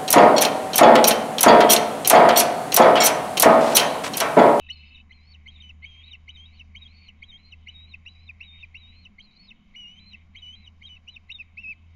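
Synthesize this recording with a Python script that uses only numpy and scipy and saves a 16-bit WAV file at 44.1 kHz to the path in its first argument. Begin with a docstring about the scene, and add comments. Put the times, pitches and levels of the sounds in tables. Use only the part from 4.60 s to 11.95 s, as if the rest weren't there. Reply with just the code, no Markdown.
"""A small bird's buzz opens the scene and stops within half a second, over a far engine's firing tone and a
murmur of air and water that last throughout. Almost at once an osprey on a nest platform over open water
begins a long run of arched, stepped chirps: its syrinx leaps from a low note to a yelp, holds a whistle
and drops to a closing yelp, with hoarse breath beneath. Nest and water scatter the calls. Last, an outdoor
microphone's resonant housing colours the treble, and its low sampling rate adds a faint mirror above it."""
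import sys
import numpy as np
from scipy import signal
from scipy.fft import rfft, irfft, next_fast_len
from scipy.io import wavfile
from scipy.ndimage import uniform_filter1d

SR = 44100
rng = np.random.default_rng(int(sys.argv[2]) if len(sys.argv) > 2 else 0)


def master_out(mix):
    """Clip the mix to full scale and print it as 16-bit PCM to the path in sys.argv[1]."""
    frames = np.transpose(np.atleast_2d(mix))
    ceiling = np.clip(frames, -1, 1)
    pcm = np.round(ceiling * 32767).astype(np.int16)
    wavfile.write(sys.argv[1], SR, pcm)


N = 324135

# envelope of the small bird's buzz: time_s, level_db
BUZZ_ENVELOPE = [(0, -53), (.36, -53), (.41, -50), (.43, -88)]
# firing tone of the far engine: time_s, pitch_hz, level_db
ENGINE_FIRING = [(0, 75.6, -51), (2.4, 79, -51.5), (2.7, 79.54, -57), (3.0, 79.8, -50), (4.4, 81.6, -54),
                 (4.7, 80, -69.5), (5.22, 81.9, -68), (5.5, 81.6, -54), (6.1, 81, -52.5), (6.5, 82.54, -57),
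                 (7.35, 82.7, -52)]
# spectrum of the murmur of air and water: frequency_hz, relative_density_db
MURMUR_SPECTRUM = [(15, -1.5), (30, 1), (37, -9.5), (43, -2), (64, -12), (130, -14), (240, -23), (300, -28),
                   (450, -32), (620, -32.5), (735, -25.5), (860, -33.5), (1045, -25), (1250, -33),
                   (1800, -35.5), (2600, -49.5), (7200, -49)]
# osprey chirps, one a row: leap_s, low_note_ms, low_note_hz, low_note_db, opening_yelp_hz,
# opening_yelp_db, closing_yelp_hz, closing_yelp_db, closing_ms, breath_db
CHIRPS = [ (.094, 10, 1988, -34, 2780, -27.5, 2950, -48, 32, -61.5),
          (.516, 22, 2110, -40.5, 2961, -42.5, 3050, -47.5, 28, -64.5),
          (.873, 16, 2216, -37.5, 3000, -37, 2980, -41, 29.3, -58.5),
          (1.25, 29, 2260, -37.5, 3005, -38, 3050, -36, 35.4, -56),
          (1.686, 11, 2220, -42, 2900, -35, 3020, -40.5, 34, -57.5),
          (2.156, 9.8, 2275, -38, 2977, -34.5, 3080, -41, 30, -59),
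          (2.63, 10.3, 2290, -34.5, 3090, -35, 3016, -39, 29, -63.5),
          (3.075, 12.5, 2190, -39, 2760, -35.5, 2833, -38.5, 28, -60),
          (3.459, 10, 1997, -44.5, 2660, -32.5, 2700, -41.5, 32.3, -65),
          (3.806, 9, 2150, -43.5, 2620, -34.5, 2700, -41, 31.5, -56.5),
          (4.148, 7.1, 2200, -39, 2640, -35.5, 3020, -41, 30, -60.5),
          (4.593, 11, 2248, -36.5, 3000, -36.5, 2933, -42.5, 27.7, -66),
          (5.154, 15, 2200, -41, 2850, -37.5, 2960, -40, 33, -60),
          (5.758, 12, 2200, -36.5, 2980, -36.5, 3214, -44, 35.7, -59),
          (6.225, 16.1, 2205, -45, 3000, -40, 2960, -47.5, 35, -63.5),
          (6.475, 8.8, 2498, -59, 2782, -33, 2900, -39, 25, -65),
          (6.698, 13, 2145, -40.5, 2660, -30.5, 2778, -39.5, 49.4, -64),
          (6.975, 7, 2239, -42, 2500, -36, 2600, -37.5, 30.6, -58)]
# whistle held between the two yelps, one list a chirp: time_s, pitch_hz, effort_db
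HELD_WHISTLES = [
    [(.114, 4000, -38), (.128, 4370, -32), (.15, 4300, -42.5), (.157, 4150, -42), (.292, 4300, -48),
     (.336, 4160, -54), (.36, 3650, -40)],
    [(.533, 4200, -44), (.57, 4190, -51.5), (.59, 3900, -55), (.709, 4540, -43.5), (.726, 4434, -42),
     (.739, 3755, -48.5)],
    [(.906, 3940, -52.5), (.949, 3840, -57.5), (.972, 3510, -45.5), (.998, 3400, -47), (1.004, 3780, -42.5),
     (1.016, 3650, -43), (1.022, 3080, -35), (1.045, 3000, -46), (1.088, 3020, -53.5)],
    [(1.279, 3280, -44), (1.331, 3150, -46.5), (1.417, 3253, -45), (1.444, 3800, -48.5), (1.504, 3960, -47),
     (1.524, 3600, -37.5)],
    [(1.706, 3783, -42), (1.725, 3890, -67), (1.76, 3790, -41.5), (1.771, 3090, -39.5), (1.849, 3267, -44),
     (1.857, 3780, -42.5), (1.906, 3880, -64), (1.957, 4440, -51.5), (1.99, 3850, -51)],
    [(2.182, 3800, -50.5), (2.205, 3950, -63.5), (2.225, 3756, -38.5), (2.24, 3820, -46.5),
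     (2.25, 3270, -40.5), (2.266, 3270, -36.5), (2.28, 3940, -52.5), (2.342, 4330, -43.5),
     (2.439, 4430, -47.5), (2.478, 4150, -40)],
    [(2.652, 3950, -57), (2.675, 3950, -55.5), (2.707, 3704, -39.5), (2.717, 3103, -43),
     (2.767, 3277, -39.5), (2.78, 3975, -56.5), (2.878, 4185, -41), (2.905, 4160, -58.5),
     (2.917, 3767, -46)],
    [(3.097, 3840, -48), (3.119, 4050, -53), (3.135, 3890, -56), (3.155, 3753, -43.5), (3.251, 3863, -47),
     (3.262, 3900, -55), (3.298, 4185, -42), (3.332, 3630, -49)],
    [(3.485, 3860, -44), (3.505, 3970, -46.5), (3.56, 3883, -54.5), (3.656, 4084, -49), (3.674, 3890, -50),
     (3.686, 3520, -41.5)],
    [(3.834, 3767, -46), (3.855, 3870, -49), (3.895, 3650, -44.5), (4.003, 3786, -51.5),
     (4.024, 3560, -39.5)],
    [(4.173, 3780, -52), (4.197, 4000, -48), (4.239, 3700, -49), (4.345, 4013, -50), (4.365, 4120, -45.5),
     (4.415, 4246, -40.5), (4.435, 4140, -48), (4.447, 3700, -55)],
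    [(4.614, 4000, -41), (4.632, 4180, -45), (4.662, 4150, -51), (4.672, 3900, -54), (4.72, 3920, -54.5),
     (4.775, 4180, -42.5), (4.806, 4415, -39), (4.865, 4317, -49.5), (4.901, 3520, -42.5)],
    [(5.186, 2970, -45.5), (5.255, 2830, -37), (5.33, 2986, -52.5), (5.36, 3077, -44), (5.389, 3155, -41.5),
     (5.398, 3946, -46), (5.495, 4167, -38.5), (5.527, 3810, -47)],
    [(5.786, 3850, -43.5), (5.808, 3800, -60.5), (5.821, 3030, -39.5), (5.845, 2950, -47.5),
     (5.91, 3000, -42), (5.95, 3240, -39), (5.955, 3967, -45.5), (6.025, 4043, -53.5), (6.057, 3760, -48.5)],
    [(6.252, 3230, -30.5), (6.261, 3200, -39.5), (6.264, 3930, -39), (6.283, 3660, -45),
     (6.292, 3010, -41.5), (6.347, 2957, -52)],
    [(6.497, 4000, -49.5), (6.52, 4000, -47), (6.538, 3880, -47), (6.556, 3570, -43)],
    [(6.719, 3696, -29.5), (6.729, 3850, -40), (6.734, 3900, -65), (6.742, 3780, -40), (6.756, 3680, -35),
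     (6.782, 3506, -46)],
    [(7.01, 2840, -45), (7.056, 2540, -39), (7.099, 2645, -36), (7.11, 2570, -38)],
]
# strength of the whistle's second partial: fundamental_hz, relative_db
OCTAVE_LEVELS = [(2200, -4), (2500, -12.5), (2950, -7.5), (3150, -13.5), (3300, -24.5), (3700, -27.5)]
# other half of the syrinx, joining on strained high notes: start_s, end_s, above_whistle_hz, relative_db
SECOND_VOICE = [(.12, 0.153, 1000, -15), (0.169, 0.34, 700, -10.5), (.6, 0.729, 800, -12),
                (0.911, 0.988, 347.2, -7), (1.439, 1.49, 450, -6), (1.91, 1.98, 201, -6),
                (2.331, 2.472, 198.5, -4.5), (2.85, 2.909, 450, -9), (3.5, 3.67, 1000, -14),
                (4.348, 4.447, 330, -13), (4.62, 4.666, 350, -3.5), (4.709, 4.774, 420, -1),
                (4.83, 4.879, 720, -2)]
# resonances of the microphone housing: centre_hz, width_hz, gain_db
HOUSING_MODES = [(2220, 275, 1), (2689, 125.5, 0), (2970, 71, -0.5), (3237, 108, -7.5), (3725, 174, -6.5),
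                 (4195, 30, -21.5), (4270, 76, -26.5), (5820, 73, -31.5), (5840, 210, -18.5),
                 (7035, 120, -20.5)]
# cancellations in the housing's port: centre_hz, width_hz
PORT_NOTCHES = [(2740, 69), (3060, 26), (3430, 50), (4060, 51)]


def undb(db):
    """Decibels as an amplitude ratio."""
    return 10 ** (np.asarray(db) / 20)


def level(x, db):
    """Scale to an RMS level."""
    return x * undb(db) / np.sqrt(np.mean(x ** 2))


def curve(rows):
    """Interpolate the columns after time_s at every sample."""
    s, *columns = np.transpose(rows)
    return [np.interp(np.arange(N) / SR, s, c) for c in columns]


def shaped(x, gain):
    """Linear filtering: multiply the spectrum by a complex gain(hz)."""
    size = next_fast_len(N + SR // 4)
    hz = np.maximum(np.arange(size // 2 + 1) * SR / size, 1)
    return irfft(rfft(x, size) * gain(hz), size)[:N]


def mode(hz, centre_hz, width_hz):
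    """Response of a damped resonator, unity at its centre."""
    return 1j * width_hz * hz / (centre_hz ** 2 - hz ** 2 + 1j * width_hz * hz)


def wander(rate_hz):
    """Random steps smoothed twice, with a spread near 1."""
    hold = int(SR / rate_hz)
    steps = np.repeat(rng.standard_normal(N // hold + 1), hold)
    return 1.3 * uniform_filter1d(uniform_filter1d(steps, hold), hold)[:N]


def band_noise(centre_hz, width_hz):
    """White noise through a resonance twice, at unit RMS."""
    return level(shaped(rng.standard_normal(N), lambda hz: mode(hz, centre_hz, width_hz) ** 2), 0)


def small_bird_buzz(puff_hz=104):
    """Amplitude modulation breaks narrow noise into a fast trill of puffs, strong and weak in turn."""
    beat = 2 * np.pi * np.cumsum(puff_hz * (1 + .08 * wander(30))) / SR
    puffs = np.exp(.5 * np.cos(beat) + .19 * np.cos(beat / 2))
    bands = band_noise(2660, 140) + band_noise(2960, 150) + undb(-3) * band_noise(3760, 360)
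    return undb(curve(BUZZ_ENVELOPE)[0]) * level(puffs * bands, 0)


def far_engine():
    """Periodic firing gives a tone and its octave, which waver with the air path over a resonant rumble."""
    hz, tone_db = curve(ENGINE_FIRING)
    phase = 2 * np.pi * np.cumsum(hz + .8 * wander(10)) / SR
    amplitude = np.sqrt(2) * undb(tone_db + 1.6 * wander(11))
    partials = np.sin(phase) + undb(-19.5 + wander(14)) * np.sin(2 * phase)
    rumble_db = np.interp(tone_db, [-70, -52], [-63, -67]) + 2.8 * wander(5)  # swells as the tone fades
    return amplitude * partials + undb(rumble_db) * band_noise(201.3, 54)


def murmur():
    """Air and water make stationary noise, strongest in the bass."""
    points_hz, db = np.transpose(MURMUR_SPECTRUM)
    coloured = shaped(rng.standard_normal(N), lambda hz: undb(np.interp(np.log(hz), np.log(points_hz), db)))
    return level(coloured, -58)


def shore_wash():
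    """Far birds and lapping water add incoherently into a treble wash whose bands flicker independently."""
    centres_hz = 2100 * 1.56 ** np.arange(7)
    bands = (undb(3.3 * wander(14) + 1.13 * k) * band_noise(hz, hz / 2.9) for k, hz in enumerate(centres_hz))
    return level(sum(bands), -56.5)


def chirp_contour(row, held, leap_s=.003, swell_s=.0056, fade_db_per_s=399, release_s=.014):
    """Register breaks divide one chirp into steps; returns rows of time_s, pitch_hz, effort_db."""
    leap_at, low_ms, low_hz, low_db, open_hz, open_db, close_hz, close_db, close_ms, _ = row
    (held_from, held_hz, _), held_to = held[0], held[-1][0]
    crest, next_leap = leap_at + leap_s + swell_s, held_from - leap_s
    end = held_to + close_ms / 1000
    last_break = end - release_s + .004
    rise_hz = min(.1 * open_hz, held_hz - open_hz)
    sagged_hz, last_hz = .89 * close_hz, .94 * low_hz
    return [(leap_at - low_ms / 1000, .9 * low_hz, low_db - 19),  # slides up to the low note
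            (leap_at, low_hz, low_db),
            (leap_at + leap_s, open_hz, open_db - 3),  # the opening yelp climbs as it swells and fades
            (crest, open_hz + .4 * rise_hz, open_db),
            (next_leap, open_hz + rise_hz, open_db - fade_db_per_s * (next_leap - crest)),
            *held,
            (held_to + leap_s, close_hz, close_db - 1),  # the closing yelp sags as it swells
            (end - release_s, sagged_hz, close_db),
            (last_break, .98 * sagged_hz, close_db - 12.5),
            (last_break + leap_s, last_hz, close_db - 12.5),  # a faint low note dies away
            (end, .9 * last_hz, close_db - 27.5)]


def osprey(thinning_hz_per_s=150e3):
    """Biphonation: the syrinx sounds a near-pure tone and a rougher second voice, over rasping breath."""
    hz = np.full(N, 2e3)
    effort, breath, above_hz, second_gain = np.zeros((4, N))
    for row, held in zip(CHIRPS, HELD_WHISTLES):
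        contour = chirp_contour(row, held)
        on = slice(int(contour[0][0] * SR), int(contour[-1][0] * SR))
        pitch_hz, effort_db = curve(contour)
        hz[on], effort[on], breath[on] = pitch_hz[on], undb(effort_db[on]), undb(row[-1])
    for start_s, end_s, offset_hz, relative_db in SECOND_VOICE:
        on = slice(int(start_s * SR), int(end_s * SR))
        above_hz[on], second_gain[on] = offset_hz, undb(relative_db)
    phase = 2 * np.pi * np.cumsum(hz * (1 + .003 * wander(150))) / SR
    second_phase = phase + 2 * np.pi * np.cumsum(above_hz + 90 * wander(400)) / SR
    second_gain = uniform_filter1d(second_gain, size=500) * undb(4.7 * wander(100))
    effort = uniform_filter1d(effort, size=130) * undb(1.2 * wander(200))
    # the tone thins while the pitch leaps between registers
    leap_speed = np.abs(np.gradient(hz)) * SR / thinning_hz_per_s
    amplitude = np.sqrt(2) * effort / (1 + uniform_filter1d(leap_speed, size=40) ** 2)
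    octave = undb(np.interp(hz, *np.transpose(OCTAVE_LEVELS))) * np.sin(2 * phase)
    # the membranes flutter on the low yelps and wherever the two voices pull on each other
    flutter = 1 + (.83 * second_gain + np.clip((3000 - hz) / 3500, 0, 1) + .033) * wander(450)
    whistle = amplitude * (flutter * np.sin(phase) + octave + second_gain * np.sin(second_phase))
    rasp = sum(undb(db + 4.07 * wander(40)) * band_noise(centre_hz, width_hz)
               for centre_hz, width_hz, db in [(2304, 630, -6.5), (2970, 1000, -5), (3950, 2700, -9)])
    return whistle + uniform_filter1d(breath, size=900) * rasp


def with_reflections(direct, nest_db=-6.5, nest_t60_s=.035, water_db=-25.5, water_t60_s=.59):
    """Diffuse scatter decays exponentially: fast off nest and platform, slowly from across the water."""
    s = np.arange(SR // 2) / SR
    tail = 0
    for db, t60_s in [(nest_db, nest_t60_s), (water_db, water_t60_s)]:
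        decay = rng.standard_normal(len(s)) * undb(-60 * s / t60_s)
        tail = tail + undb(db) * decay / np.sqrt(np.sum(decay ** 2))
    return direct + signal.fftconvolve(direct, tail)[:N]


def housing(hz, cutoff_hz=2000):
    """Modal superposition with alternating signs; the port passes little below the lowest mode."""
    response = sum((-1) ** k * undb(db) * mode(hz, centre_hz, width_hz)
                   for k, (centre_hz, width_hz, db) in enumerate(HOUSING_MODES))
    for centre_hz, width_hz in PORT_NOTCHES:
        response = response * (1 - .78 * mode(hz, centre_hz, width_hz))
    return response * mode(hz, cutoff_hz, cutoff_hz) * hz / cutoff_hz


def scene():
    """Superposition in one channel: birds and shore pass through the housing; engine and murmur bypass it."""
    treble = with_reflections(osprey() + small_bird_buzz()) + shore_wash()
    return (shaped(treble, housing) + far_engine() + murmur())[None]


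def record(dry, rate_hz=16000, top_hz=7260, mirror_band_hz=(8680, 10200), hiss_db=-100):
    """Spectral imaging: sampling mirrors the upper treble about half its rate, over converter hiss."""
    passband = signal.sosfilt(signal.ellip(14, .2, 70, top_hz, fs=SR, output="sos"), dry)
    images = passband * np.cos(2 * np.pi * rate_hz * np.arange(N) / SR)
    mirror = signal.sosfilt(signal.ellip(5, .5, 60, mirror_band_hz, "band", fs=SR, output="sos"), images)
    mirror = signal.sosfilt(signal.butter(8, 8900, fs=SR, output="sos"), mirror)
    converted = passband + undb(-4) * mirror + undb(hiss_db) * rng.standard_normal(N)
    return signal.sosfilt(signal.ellip(8, .2, 6, 15600, fs=SR, output="sos"), converted)


dry = scene()
out = record(dry)
master_out(out)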